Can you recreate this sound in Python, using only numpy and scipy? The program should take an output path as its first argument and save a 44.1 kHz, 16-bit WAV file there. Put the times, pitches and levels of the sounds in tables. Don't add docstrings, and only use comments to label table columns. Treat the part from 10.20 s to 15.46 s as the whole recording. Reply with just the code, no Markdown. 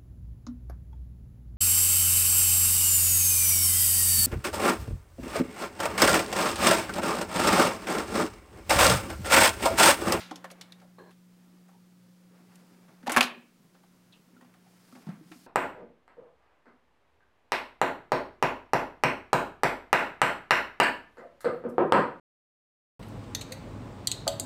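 import sys
import numpy as np
from scipy import signal
from scipy.fft import rfft, irfft
from scipy.io import wavfile
from scipy.ndimage import uniform_filter1d

SR = 44100
rng = np.random.default_rng(int(sys.argv[2]) if len(sys.argv) > 2 else 0)


def materialize(psi):
    bounded = np.clip(np.atleast_2d(psi).T, -1, 1)
    quanta = np.round(bounded * 32767).astype(np.int16)
    wavfile.write(sys.argv[1], SR, quanta)


def ratio(d):
    e = np.asarray(d, float) / 20
    return 10 ** e


N = 232142

# centre_hz, width_hz, gain_db
DECK_MODES = [(523, 40, 1), (750, 98, 15.5), (900, 70, -9.5), (1049, 17, 12.5), (1375, 34, -2.5),
              (1460, 30, -20.5), (2260, 130, -18), (2920, 85, -10), (3600, 120, -17), (4250, 200, -15),
              (4680, 400, -8.5), (8124, 200, -15.5)]


def rms_one(x):
    return x / np.sqrt(np.mean(x ** 2) + 1e-20)


def in_time(rows):
    s, *columns = np.transpose(rows)
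    return [np.interp(np.arange(N) / SR, s, c) for c in columns]


def at_hz(points, hz):
    table_hz, values = np.array(points).T
    return np.interp(np.log(hz), np.log(table_hz), values)


def band(x, low_hz, high_hz):
    edges = np.clip([low_hz, high_hz], 15, [.43 * SR, .45 * SR])
    return signal.sosfilt(signal.butter(2, edges, "band", fs=SR, output="sos"), x)


def resonate(x, peaks):
    out = 0
    for k, (hz, width_hz, db) in enumerate(peaks):
        r = np.exp(-np.pi * width_hz / SR)
        poles = [1, -2 * r * np.cos(2 * np.pi * hz / SR), r * r]
        mode = signal.lfilter([1 - r, 0, r - 1], poles, x + 1e-18)
        out = out + (-1) ** k * ratio(db) * mode
    return out


def drift(rate_hz):
    r = np.exp(-80 * np.pi * rate_hz / SR)
    chance = rng.standard_normal(N // 40 + 2002)
    slow = signal.lfilter([1], [1, -2 * r, r * r], chance)[2000:]
    return np.interp(np.arange(N) / 40, np.arange(len(slow)), rms_one(slow))


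def contacts(rows, spread, ring_db, rise_share, crest_db):
    length = 8192
    out, t = np.zeros(N + length), np.arange(length) / SR
    uneven_db = 2.5 * np.minimum(rng.exponential(1, (len(rows), length)), 4)
    grit = rng.standard_normal((len(rows), length)) * ratio(uneven_db)
    spread = max(spread, 1.05)
    for (s, db, hz, treble_db, t60_ms), impacts in zip(rows, grit):
        t60 = max(t60_ms, 4) / 1000
        shape = ratio(-60 * t / t60) * (1 - np.exp(-t / (rise_share * t60)))
        shape = shape * (1 + 0.017 / t60 * np.exp(-t / 0.00064))
        shape = shape / shape.max()
        blow = impacts * shape
        part = rms_one(band(blow, hz / spread, hz * spread))
        broad_snap = rms_one(band(blow, 370, 4500))
        struck = part + ratio(-8.5) * broad_snap
        body = rms_one(struck + ratio(ring_db) * resonate(struck, DECK_MODES))
        crack = band(impacts * shape ** 1.5, 4000, 12500)
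        crack = rms_one(signal.lfilter([1], [1, -.6], crack))
        level = ratio(db - crest_db) * np.sqrt(np.mean(shape ** 2))
        at = max(round(s * SR) - 20, 0)
        out[at:at + length] += level * (body + ratio(treble_db) * crack)
    return out[:N]


def broad_contacts():
    # start_s, nominal peak_db, centre_hz, treble_db over the body, t60_ms
    meetings = [(0, -36.5, 2030, -38, 385), (.111, -24, 510, -30.5, 51), (.158, -34, 3230, -13.5, 47),
                (.243, -27.5, 945, -18.5, 57), (.302, -40, 2020, -14, 87), (.412, -31.5, 2780, -12, 48),
                (.523, -43.5, 2600, -14, 53), (.600, -52, 2500, -15, 50), (.615, -47, 700, -18.5, 110),
                (.788, -51, 765, -13, 85), (.908, -50, 1900, -8, 93), (1.483, -51.5, 950, -10, 145),
                (2.681, -52.5, 900, -25, 310), (2.829, -45.5, 970, -19.5, 82), (2.863, -34, 900, -14, 55),
                (2.869, -20.5, 900, -18, 53), (2.895, -17, 1090, -14, 91), (2.908, -25, 1510, -11, 17),
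                (2.919, -21, 1620, -1.5, 93), (2.938, -23.5, 1301, -20.5, 160),
                (2.964, -5, 1203, -14.5, 35), (2.971, -1.5, 1000, -16.5, 40), (2.979, -8.5, 1300, -15, 45),
                (2.986, -10, 1130, -19, 31), (3.0085, -3.5, 2000, -14.5, 24), (3.013, -13, 1200, -13, 60),
                (3.028, -13.5, 2210, -14.5, 39), (3.036, -22.5, 1997, -12, 124),
                (3.545, -52.5, 805, -28.5, 170), (3.635, -49.5, 714, -25, 60),
                (4.210, -47.5, 984, -16, 120), (4.245, -52, 1094, -22, 81), (4.340, -48, 1160, -11, 58),
                (4.751, -45, 900, -29, 180), (4.889, -40.5, 717, -26, 94), (5.117, -39, 1300, -19.5, 81)]
    return contacts(meetings, 2.024, ring_db=-5.5, rise_share=0.0057, crest_db=8)


def narrow_contacts():
    # start_s, nominal peak_db, centre_hz, treble_db over the body, t60_ms
    pitched_rows = [(.312, -38, 610, -2.5, 57), (.522, -34, 3760, -13, 22), (.643, -45.5, 620, -19, 29),
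                    (1.53, -54, 860, -20, 160), (2.356, -54.5, 2900, 7.5, 35), (2.876, -13.5, 900, -31, 26),
                    (3.0095, -1.5, 2750, -12.5, 14), (2.921, -26, 8000, -20, 40),
                    (.249, -35, 1700, -27, 50), (3.923, -47.5, 3600, -20, 76),
                    (3.93, -53.5, 2785, -25, 204), (4.165, -51, 1330, -24.5, 73),
                    (4.460, -51.5, 750, -25, 71), (4.725, -43, 1150, -18.5, 29), (4.866, -43, 900, -26, 55)]
    return contacts(pitched_rows, 1.11, ring_db=-8, rise_share=0.028, crest_db=9)


def thuds():
    # start_s, peak_db before the high-pass, pitch_hz near the mode it wakes
    knocks = [(0.113, -37.5, 314), (2.359, -54.5, 182), (2.689, -48, 182), (2.834, -41.5, 243),
              (2.879, -30, 243), (2.919, -32.5, 314), (2.969, -21.5, 243), (2.99, -27, 243),
              (3.009, -35, 243), (3.045, -35, 243), (3.401, -51, 182), (3.446, -50, 182),
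              (3.992, -53.5, 182), (4.129, -53.5, 243), (4.165, -52, 243), (4.222, -51, 243),
              (4.254, -55, 243), (4.727, -44, 243), (4.754, -43.5, 243), (4.868, -32.5, 182),
              (4.887, -26.5, 182), (4.929, -48, 182), (4.971, -49, 243), (5.009, -46.5, 314),
              (5.057, -48, 182), (5.113, -43.5, 314), (5.157, -48, 243)]
    panel_modes = [182, 243, 314]
    t60_s, length = 0.1, 16384
    out, t = np.zeros(N + length), np.arange(length) / SR
    for s, db, pitch_hz in knocks:
        hz = min(panel_modes, key=lambda mode: abs(mode - pitch_hz))
        swing = np.sin(2 * np.pi * hz * t) * ratio(-60 * t / t60_s)
        swing *= (1 - np.exp(-t / 0.001)) ** 2
        at = round(s * SR)
        out[at:at + length] += ratio(db) * swing / np.abs(swing).max()
    return signal.sosfilt(signal.butter(4, 125, "high", fs=SR, output="sos"), out[:N])


def console_shake(metal):
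    blow_rms = np.sqrt(uniform_filter1d(metal ** 2, 900).clip(0))
    return ratio(-33) * blow_rms * rms_one(band(rng.standard_normal(N), 20, 160))


def rubbing(flicker_db):
    # time_s, middle_db, treble_db
    sliding = [(0.0, -57, -53), (0.12, -63.5, -77), (0.5, -65, -78), (0.97, -88, -81.5), (1.26, -73, -76),
               (1.5, -78, -78.5), (1.97, -81.5, -77.5), (2.16, -69, -77.5), (2.35, -67, -70.5),
               (2.82, -71, -75.5), (3.3, -79.5, -79.5), (4.02, -74.5, -76), (4.336, -72.5, -82),
               (4.512, -73, -71.5), (4.784, -67, -65.5), (4.926, -57.5, -73), (5.02, -70, -76),
               (5.138, -71.5, -63), (5.26, -74.5, -64)]
    # centre_hz, width_hz, gain_db
    hiss_modes = [(4920, 900, -2), (10700, 440, 2)]
    rumble_db, rumble_follows = -70.5, 0.48
    middle_db, treble_db = in_time(sliding)
    white, rough = rng.standard_normal((3, N)), flicker_db * drift(25)

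    low_db = rumble_db + rumble_follows * (middle_db - middle_db.mean())
    low_db = low_db + 2.5 * drift(15)
    low = ratio(low_db) * rms_one(band(white[0], 160, 440))

    dulled = signal.lfilter([1], [1, -.85], white[1])
    on_deck = dulled + ratio(-9) * resonate(dulled, DECK_MODES)
    middle = ratio(middle_db + rough) * rms_one(band(on_deck, 550, 2600))

    hiss = white[2] + resonate(white[2], hiss_modes)
    treble = ratio(treble_db + .4 * rough) * rms_one(band(hiss, 2100, 12500))
    return low + middle + treble


def squeak_and_scrape():
    # start_s, length_s, level_db before the sag
    tonal_rubs = [(0.778, .135, -52), (5.115, .2, -71)]
    # centre_hz, width_hz, gain_db
    rub_modes = [(370, 90, 0), (620, 150, -7), (800, 120, -5), (1100, 120, -6), (1657, 60, -4),
                 (4230, 70, -14)]
    edge_s, sag_db_per_s = 0.0071, 51
    t, level = np.arange(N) / SR, 0
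    for s, length, db in tonal_rubs:
        gate = np.clip(np.minimum(t - s, s + length - t) / edge_s, 0, 1)
        level = level + gate ** 2 * ratio(db - sag_db_per_s * np.clip(t - s, 0, length))
    ringing = rms_one(resonate(rng.standard_normal(N), rub_modes))
    return level * ratio(2 * drift(30)) * ringing


def hum():
    # time_s, strongest_line_db (rms)
    course = [(0, -56), (1, -58), (2.85, -59), (3.05, -69), (3.3, -69), (3.6, -63.5), (4.4, -63.5),
              (5.26, -64.5)]
    # multiple of the mains frequency, level_db relative to the strongest
    lines = [(2, -19), (3, 0), (4, -17), (8.6, -24), (9, -25)]
    third_hz = 179.8
    level_db, = in_time(course)
    phase = 2 * np.pi * third_hz / 3 * np.arange(N) / SR
    out = 0
    for multiple, db in lines:
        waver = (.04 if multiple == 3 else .45) * drift(4)
        line = np.sin(multiple * phase + 2 * np.pi * rng.random() + waver)
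        out = out + ratio(db) * (1 + waver) * line
    return np.sqrt(2) * ratio(level_db) * out


def room(x):
    # frequency_hz, t60_s
    decay_times = [(100, 0.54), (260, 0.72), (700, 0.35), (1500, 0.33), (3000, 0.4), (5000, 0.17),
                   (8000, 0.2), (13000, 0.2)]
    t, tail = np.arange(SR // 2) / SR, 0
    edges = 70 * 2 ** np.arange(0, 8.1, .5)
    for low, high in zip(edges, edges[1:]):
        t60_s = at_hz(decay_times, np.sqrt(low * high))
        tail = tail + band(rng.standard_normal(len(t)), low, high) * ratio(-60 * t / t60_s)
    tail = tail * (1 - np.exp(-t / .006))
    return signal.fftconvolve(x, tail / np.sqrt(np.sum(tail ** 2)))[:N]


def floor():
    # frequency_hz, relative density_db per Hz
    spectrum = [(20, -13.5), (40, -29.5), (70, -27), (110, -9), (200, -8.5), (320, -9.5), (400, -24),
                (1000, -20.5), (2400, -25.5), (6000, -28.5), (14700, -32.5), (16000, -29)]
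    hz = np.maximum(np.fft.rfftfreq(N, 1 / SR), 1)
    hiss = irfft(rfft(rng.standard_normal(N)) * ratio(at_hz(spectrum, hz)), N)
    return ratio(-67) * rms_one(hiss)


def scene():
    metal, pitched, panel = broad_contacts(), narrow_contacts(), thuds()
    hits = metal + pitched + panel
    into_room = metal + ratio(-7) * pitched + ratio(-4.5) * panel
    mix = hits + ratio(-12.5) * room(into_room) + console_shake(metal)
    mix = mix + squeak_and_scrape() + rubbing(flicker_db=1.5) + hum() + floor()
    return np.atleast_2d(mix)


def band_limit(x):
    return signal.sosfilt(signal.butter(12, 16640, fs=SR, output="sos"), x)


def record(dry):
    hz = np.fft.rfftfreq(N, 1 / SR)
    dulled = irfft(rfft(dry) * ratio(-25 * (hz > 15900)), N)
    return band_limit(dulled)


dry = scene()
out = record(dry)
materialize(out)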